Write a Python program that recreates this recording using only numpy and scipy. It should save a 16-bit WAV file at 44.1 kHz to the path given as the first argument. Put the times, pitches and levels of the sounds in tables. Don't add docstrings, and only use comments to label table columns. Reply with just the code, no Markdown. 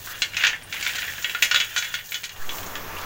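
import sys
import numpy as np
from scipy import signal
from scipy.fft import rfft, irfft
from scipy.io import wavfile
from scipy.ndimage import uniform_filter1d

SR = 44100
rng = np.random.default_rng(int(sys.argv[2]) if len(sys.argv) > 2 else 0)


def voltage_ratio(decibels):
    exponent = np.asarray(decibels, float) / 20
    return 10 ** exponent


def to_wav(s):
    ch = np.atleast_2d(s).T
    pcm = np.round(np.clip(ch, -1, 1) * 32767)
    wavfile.write(sys.argv[1], SR, pcm.astype(np.int16))


N = 134505

# pitch_hz, level_db
ROOM_TONE = [(15, 3), (60, -9.5), (97, 1), (125, -9.5), (155, -5.5), (200, -14.5), (900, -14.5),
             (1700, -18)]
# pitch_hz, level_db
MIC_HISS = [(9000, -22), (12800, -14), (15300, 0)]
# time_s, rolling_db, rustle_db
HANDS = [(0, -48.5, -45), (.075, -40, -40), (.12, -38, -37.5), (.14, -38, -51), (.19, -39.5, -40),
         (.31, -45, -53), (.42, -21, -41), (.53, -44, -55), (.66, -46.5, -64), (.715, -42, -44.5),
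         (.735, -34.5, -43.5), (.88, -29.5, -39.5), (1.2, -36, -41.5), (1.7, -35, -42.5), (1.9, -32, -41.5),
         (2.03, -45.5, -48), (2.115, -49, -40.5), (2.3, -45, -52.5), (2.57, -47, -39), (3.05, -45, -73)]
# pitch_hz, level_db
ROLL_COLOUR = [(500, -12.5), (1140, -11), (1740, 1), (2500, -2), (3600, -8), (5300, -9.5), (6730, -5.5),
               (9000, -47)]
# pitch_hz, level_db
SKIN_COLOUR = [(3000, -6.5), (5180, -5), (6810, 0.5), (9140, -13.5), (12000, -6.5), (12700, -10.5),
               (15300, 3), (16000, 0.5)]
# start_s, length_s, level_db
SWISHES = [
    (0.047, 0.14, -39.5),
    (2.39, 0.089, -41.5),
]
# pitch_hz, level_db
SWISH_COLOUR = [(1100, 0), (1700, 6), (2200, -12), (3000, -24), (4500, -13), (6000, -40), (16000, -70)]
# start_s, level_db, pitch_hz
TICKS = [(0.0719,-19.5,1680), (0.561,-23,1800), (.622,-24,2370), (.645,-33,1110), (0.6725,-32,2500),
         (0.733,-22,3700), (0.7407,-17,2200), (0.7446,-18,1980), (0.7772,-21,2490), (.7990,-16,2900),
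         (.8090,-12,2800), (.8724,-13,3270), (0.883,-27,1900), (.8964,-16,2900), (0.9072,-18.5,2500),
         (.9204,-19,2300), (.9344,-18,3300), (0.9492,-19,2400), (.9530,-13,2880), (.9598,-17,4200),
         (.9924,-25,3900), (0.9985,-19,2980), (1.0404,-17,2400), (1.0494,-17,1710), (1.0824,-19.5,2600),
         (1.0984,-18,2040), (1.1224,-19,2000), (1.1354,-18,2400), (1.1554,-29,2500), (1.4324,-6,3350),
         (1.447,-8,3860), (1.456,-15,2220), (1.5630,-18,1990), (1.5707,-16,2500), (1.6064,-18.5,1980),
         (1.7694,-16,2930), (1.786,-13,2490), (1.794,-28,4400), (2.0906,-23,4020), (2.2334,-18,2580),
         (2.2474,-18,4000), (2.2554,-16.5,3280), (2.362,-23,2600), (2.5834,-17.5,2630), (2.6294,-18.5,2600),
         (2.7634,-19.5,1700), (2.9844,-19.5,2680), (3.0134,-22,3550)]
# start_s, level_db, pitch_hz, treble_db
SCOOPED = [(0.2191, -5.5, 3410, -16.5), (0.3341, -23.5, 2250, -46), (0.3436, -20, 2880, -29),
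           (0.3673, -9.5, 2470, -17), (0.407, -13, 2520, -48), (0.4225, -15.5, 1750, -30),
           (0.4366, -4, 1700, -36), (0.4465, -5.5, 2670, -32), (0.4677, -5, 2810, -21),
           (0.4964, -14.5, 1740, -72), (0.5305, -14, 1837, -92), (0.7245, -16, 2360, -23),
           (0.7655, -19, 2470, -57), (0.8255, -14.5, 2280, -15), (0.85, -16, 2300, -14),
           (0.864, -9.5, 2140, -31), (0.8923, -17, 1760, -23), (0.957, -16, 2240, -18),
           (0.9832, -15.5, 1800, -24), (1.0196, -16.5, 1990, -50), (1.0285, -15.5, 1760, -66),
           (1.0781, -17.5, 1930, -63), (1.1804, -21.5, 1610, -45)]
# start_s, level_db, pitch_hz, treble_db
DROPPED = [(1.2236, -21, 1422, 2), (1.2439, -9.5, 2880, -36), (1.295, -15.5, 2790, -51),
           (1.3476, -10.5, 1400, -43), (1.4234, -0.7, 2360, -16.5), (1.5116, -5, 1480, -23),
           (1.5437, -4, 1436, -18), (1.5593, -4, 3480, -27), (1.6003, -7, 2900, -16),
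           (1.6114, -10.5, 3370, -29), (1.6448, -22, 2410, -32), (1.7618, -7.5, 1493, -18.5),
           (1.7774, -9.5, 3440, -1.5), (1.8235, -15, 2310, -33), (1.8457, -19.5, 3240, -10),
           (1.9393, -11.5, 1457, -18.5), (1.9516, -19, 3550, -24), (1.9886, -22, 1990, -35),
           (2.1197, -16.5, 2440, -35), (2.143, -13, 3330, -10), (2.1524, -18.5, 3330, -50),
           (2.2388, -17, 2450, -5), (2.2922, -23.5, 2410, -9), (2.492, -16.5, 3380, -30),
           (2.6614, -26, 2230, 14), (2.7537, -18.5, 3160, -20), (2.9659, -23.5, 2760, -60)]
# pitch_hz, level_db, t60_s
PLATE_MODES = [(1443, -2, .13), (1710, -8, .14), (1805, -8, .12), (1903, -7, .12), (2345, -4, .11),
               (2595, -8, .16), (2830, -5, .12), (2975, -5, .14), (3327, -1, .19), (3420, -2, .13),
               (3865, -2, .13), (4460, -8, .13), (5206, -10, .14), (6545, -8, .12)]
# pitch_hz, level_db
KNOCK_COLOUR = [(300, -27.5), (1150, -18), (1500, -6), (2320, -2), (3900, -5.5), (5300, -10.5),
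                (6900, -7.5), (9000, -32), (16000, -34.5)]
# pitch_hz, t60_s
FINE_RING = [(600, 0.28), (1400, 0.25), (3500, 0.15), (7000, 0.23), (14000, 0.3)]
# start_s, level_db, pitch_hz
SNAPS = [
    (.632, -43, 9300),
    (1.421, -25.5, 14000),
    (2.108, -35, 13400),
]
# pitch_hz, level_db
HISS_COLOUR = [(15, 7), (40, -34), (119, -17.5), (1190, -11), (4700, -28), (6480, -24), (8930, -37),
               (16000, -19.5)]
# time_s, level_db
HISS_FADER = [(2.3, -42), (2.42, -42), (2.6, -38), (2.9, -37.5), (3.05, -36)]
# pitch_hz, level_db, width_hz
HUMS = [
    (90, -46.5, 5.9),
    (1166, -47.5, 14),
    (27, -51.5, 4.5),
]

ONSET_DELAY_S = .001


def evened(x):
    return x / np.sqrt(np.mean(x ** 2) + 1e-20)


def read(points, hz):
    f, value = np.transpose(points)
    return np.interp(np.log(hz + 1), np.log(f + 1), value)


def along(rows, column=1):
    rows = np.asarray(rows)
    return np.interp(np.arange(N) / SR, rows[:, 0], rows[:, column])


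def add(mix, s, sound):
    part = mix[round(s * SR):][:len(sound)]
    part += sound[:len(part)]


def causal(db):
    log = np.log(voltage_ratio(np.maximum(db, -100)))
    full = np.r_[log, log[-2:0:-1]]
    return np.fft.ifft(np.exp(full - 1j * signal.hilbert(full).imag)).real[:1024]


def colour(x, table, slope_db=-30):
    hz = np.fft.rfftfreq(N, 1 / SR)
    octaves_below = np.maximum(np.log2(table[0][0] / (hz + 1)), 0)
    return evened(irfft(rfft(x) * voltage_ratio(read(table, hz) + slope_db * octaves_below), N))


def noise(table, patchy_db, slope_db=-30):
    frames = N // 128 + 6
    a, b, patches = rng.standard_normal((frames, 257, 3)).T
    patches = uniform_filter1d(patches, size=8, axis=0)
    patches = evened(uniform_filter1d(patches, size=20, axis=1))
    x = signal.istft((a + 1j * b) * voltage_ratio(patchy_db * patches), nperseg=512, noverlap=384)[1][:N]
    return colour(x, table, slope_db)


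def grain_sizes(per_s, spread_db):
    size = voltage_ratio(spread_db * np.minimum(rng.exponential(1, N), 4))
    return size * (rng.random(N) < per_s / SR)


def room_tone():
    sink_s = np.maximum(np.arange(N) / SR - 1.22, 0)
    quiet = signal.lfilter([.3], [1, -.7], noise(ROOM_TONE, patchy_db=0.0))
    mic = voltage_ratio(-49) * noise(MIC_HISS, patchy_db=-3.0, slope_db=-14)
    return voltage_ratio(-41.5 - 5.5 * sink_s) * quiet + mic


def rolling():
    t, out = np.arange(3000) / SR, np.zeros(N)
    size = grain_sizes(per_s=900, spread_db=3.2)
    kind = rng.integers(0, 16, N)
    for k in range(16):
        tick = .5 * rng.standard_normal(len(t)) * voltage_ratio(-60 * t / .035)
        for hz, db, t60 in PLATE_MODES:
            level_db = db - 15 + 6 * rng.standard_normal()
            pitch_hz = hz * rng.uniform(.93, 1.07)
            tick = tick + voltage_ratio(level_db - 60 * t / (.5 * t60)) * np.sin(2 * np.pi * pitch_hz * t)
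        out += signal.oaconvolve(size * (kind == k), tick)[:N]
    return voltage_ratio(along(HANDS, column=1) - 3.5) * colour(out, ROLL_COLOUR)


def rustle():
    size = grain_sizes(per_s=2500, spread_db=6.4)
    grains = colour(size * rng.standard_normal(N), SKIN_COLOUR, slope_db=-6)
    mix = 0.35 * grains + noise(SKIN_COLOUR, patchy_db=1.5, slope_db=-18)
    flutter = evened(uniform_filter1d(rng.standard_normal(N), size=900))
    mix = mix * voltage_ratio(1.73 * flutter)
    return voltage_ratio(along(HANDS, column=2) + 5.0) * evened(mix)


def swish():
    t, strokes = np.arange(N) / SR, np.zeros(N)
    for s, length, db in SWISHES:
        strokes += voltage_ratio(db) * np.sin(np.pi * np.clip((t - s) / length, 0, 1))
    return strokes * noise(SWISH_COLOUR, patchy_db=2)


def ticks():
    t, out = np.arange(3000) / SR, np.zeros(N)
    cycles, tail_db, tail_t60 = 5, -14, .06
    for s, db, hz in TICKS:
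        band = signal.butter(1, [.65 * hz, 1.5 * hz], "band", fs=SR)
        tail = evened(signal.lfilter(*band, rng.standard_normal(len(t))))
        tail = tail * voltage_ratio(tail_db - 60 * t / tail_t60)
        click = np.sin(2 * np.pi * hz * t) * voltage_ratio(-60 * t * hz / (2 * cycles))
        add(out, s + ONSET_DELAY_S, voltage_ratio(db - 3) * (0.92 * click + tail))
    return out


def plate_rings(nuts, first_drop_s, tone, t):
    main = np.array(PLATE_MODES)
    fine = np.geomspace(450, 15800, num=420) * rng.uniform(.99, 1.01, size=420)
    fine_t60 = read(FINE_RING, fine) * rng.uniform(0.26, 1.14, size=420)
    f, t60 = np.r_[main[:, 0], fine], np.r_[main[:, 2], fine_t60]
    fine_db = -20.5 + read(KNOCK_COLOUR, fine) + 10 * np.log10(fine / 3000)
    base_db = np.r_[-6.5 + main[:, 1], fine_db]
    is_main = np.arange(len(f)) < len(main)
    shape = (len(nuts), len(f))
    landing_db = np.where(is_main, 3, 6.5) * rng.standard_normal(shape)
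    phase = rng.uniform(0, 2 * np.pi, shape)
    held_db = -8 * np.outer(nuts[:, 0] < first_drop_s, is_main)
    weight = voltage_ratio(held_db + base_db + tone(f) + landing_db) * np.exp(1j * phase)
    modes = np.exp(t * (2j * np.pi * f - np.log(1000) / t60)[:, None])
    return (weight @ modes).real


def knocks():
    hz, t, out = np.fft.rfftfreq(4096, 1 / SR), np.arange(8000) / SR, np.zeros(N)
    nuts = np.array(SCOOPED + DROPPED)
    first_drop_s = DROPPED[0][0]

    def tone(v):
        focus = 5 * np.exp(-(np.log2((v + 1) / nuts[:, 2:3]) / 0.25) ** 2)
        treble = (nuts[:, 3:] + 17) / (1 + (4800 / (v + 1)) ** 6) / (1 + (v / 11000) ** 6)
        return focus + treble

    rings = plate_rings(nuts, first_drop_s, tone, t)
    cracks_db = read(KNOCK_COLOUR, hz) + .5 * tone(hz)
    for (s, db, own_hz), ring, crack_db in zip(nuts[:, :3], rings, cracks_db):
        dropped = s > first_drop_s
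        ring = voltage_ratio(-12.5) * ring / np.sqrt(np.mean(ring[:400] ** 2)) * np.minimum(t / 0.00097, 1)
        body = voltage_ratio(-13.5 - 60 * t / (0.055 if dropped else 0.074)) * np.sin(2 * np.pi * own_hz * t)
        ring = ring + 1800 / own_hz * body * np.minimum(t / 0.00048, 1)
        ring = ring * voltage_ratio(7 * db * t)
        crack = causal(crack_db)
        weight = min(own_hz / 2300, 1) if dropped else 1.05
        crack = weight * voltage_ratio(-1) * crack / abs(crack).max()
        add(ring, 0, crack)
        add(ring, .0024, -voltage_ratio(-5) * crack)
        add(out, s + ONSET_DELAY_S, voltage_ratio(db) * ring)
    return out


def room(x):
    t = np.arange(SR // 2) / SR
    tail = uniform_filter1d(rng.standard_normal(len(t)), size=4) * voltage_ratio(-60 * t / 0.23) * (t > .006)
    return signal.fftconvolve(x, tail / np.linalg.norm(tail))[:N]


def snaps():
    t, out = np.arange(3000) / SR, np.zeros(N)
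    for s, db, hz in SNAPS:
        band = signal.butter(2, [.9 * hz, min(1.1 * hz, 16000)], "band", fs=SR)
        spit = evened(signal.lfilter(*band, rng.standard_normal(len(t))))
        add(out, s, voltage_ratio(db - 60 * t / 0.13) * spit)
    return out


def kitchen_hiss():
    t, level = np.arange(N) / SR, along(HISS_FADER)
    hiss = voltage_ratio(3.5 + level) * noise(HISS_COLOUR, patchy_db=1.2)
    for hz, db, width in HUMS:
        r = np.exp(-np.pi * width / SR)
        grit = rng.standard_normal(N) + 1j * rng.standard_normal(N)
        wobble = signal.lfilter([1 - r], [1, -r], grit)
        hum = evened((wobble * np.exp(2j * np.pi * hz * t)).real)
        hiss = hiss + voltage_ratio(db + level - level[-1]) * hum
    return hiss * np.clip((t - 2.25) / 0.27, 0, 1)


def puff():
    start_s, rise_s, fall_s, back_s = 2.388, .03, .137, 0.6
    u = np.maximum(np.arange(N) / SR - start_s, 0)
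    push = np.exp(-(u / fall_s) ** 2) - .15 * np.exp(-u / back_s)
    return voltage_ratio(-19.3) * (1 - np.exp(-u / rise_s)) * push


def scene():
    nuts = knocks() + rolling()
    nuts = nuts + voltage_ratio(-14.5) * room(nuts)
    skins = rustle()
    air = kitchen_hiss() + room_tone() + puff()
    details = snaps() + ticks() + swish()
    return (nuts + skins + air + details)[None]


def band_limit(x):
    return signal.sosfilt(signal.butter(12, 17120, fs=SR, output="sos"), x)


def record(dry):
    lowpass = signal.firwin(401, 15850, window=("kaiser", 9), fs=SR)
    cut = signal.oaconvolve(dry, lowpass[None], "same")
    return band_limit(np.clip(cut, -.985, .985))


dry = scene()
out = record(dry)
to_wav(out)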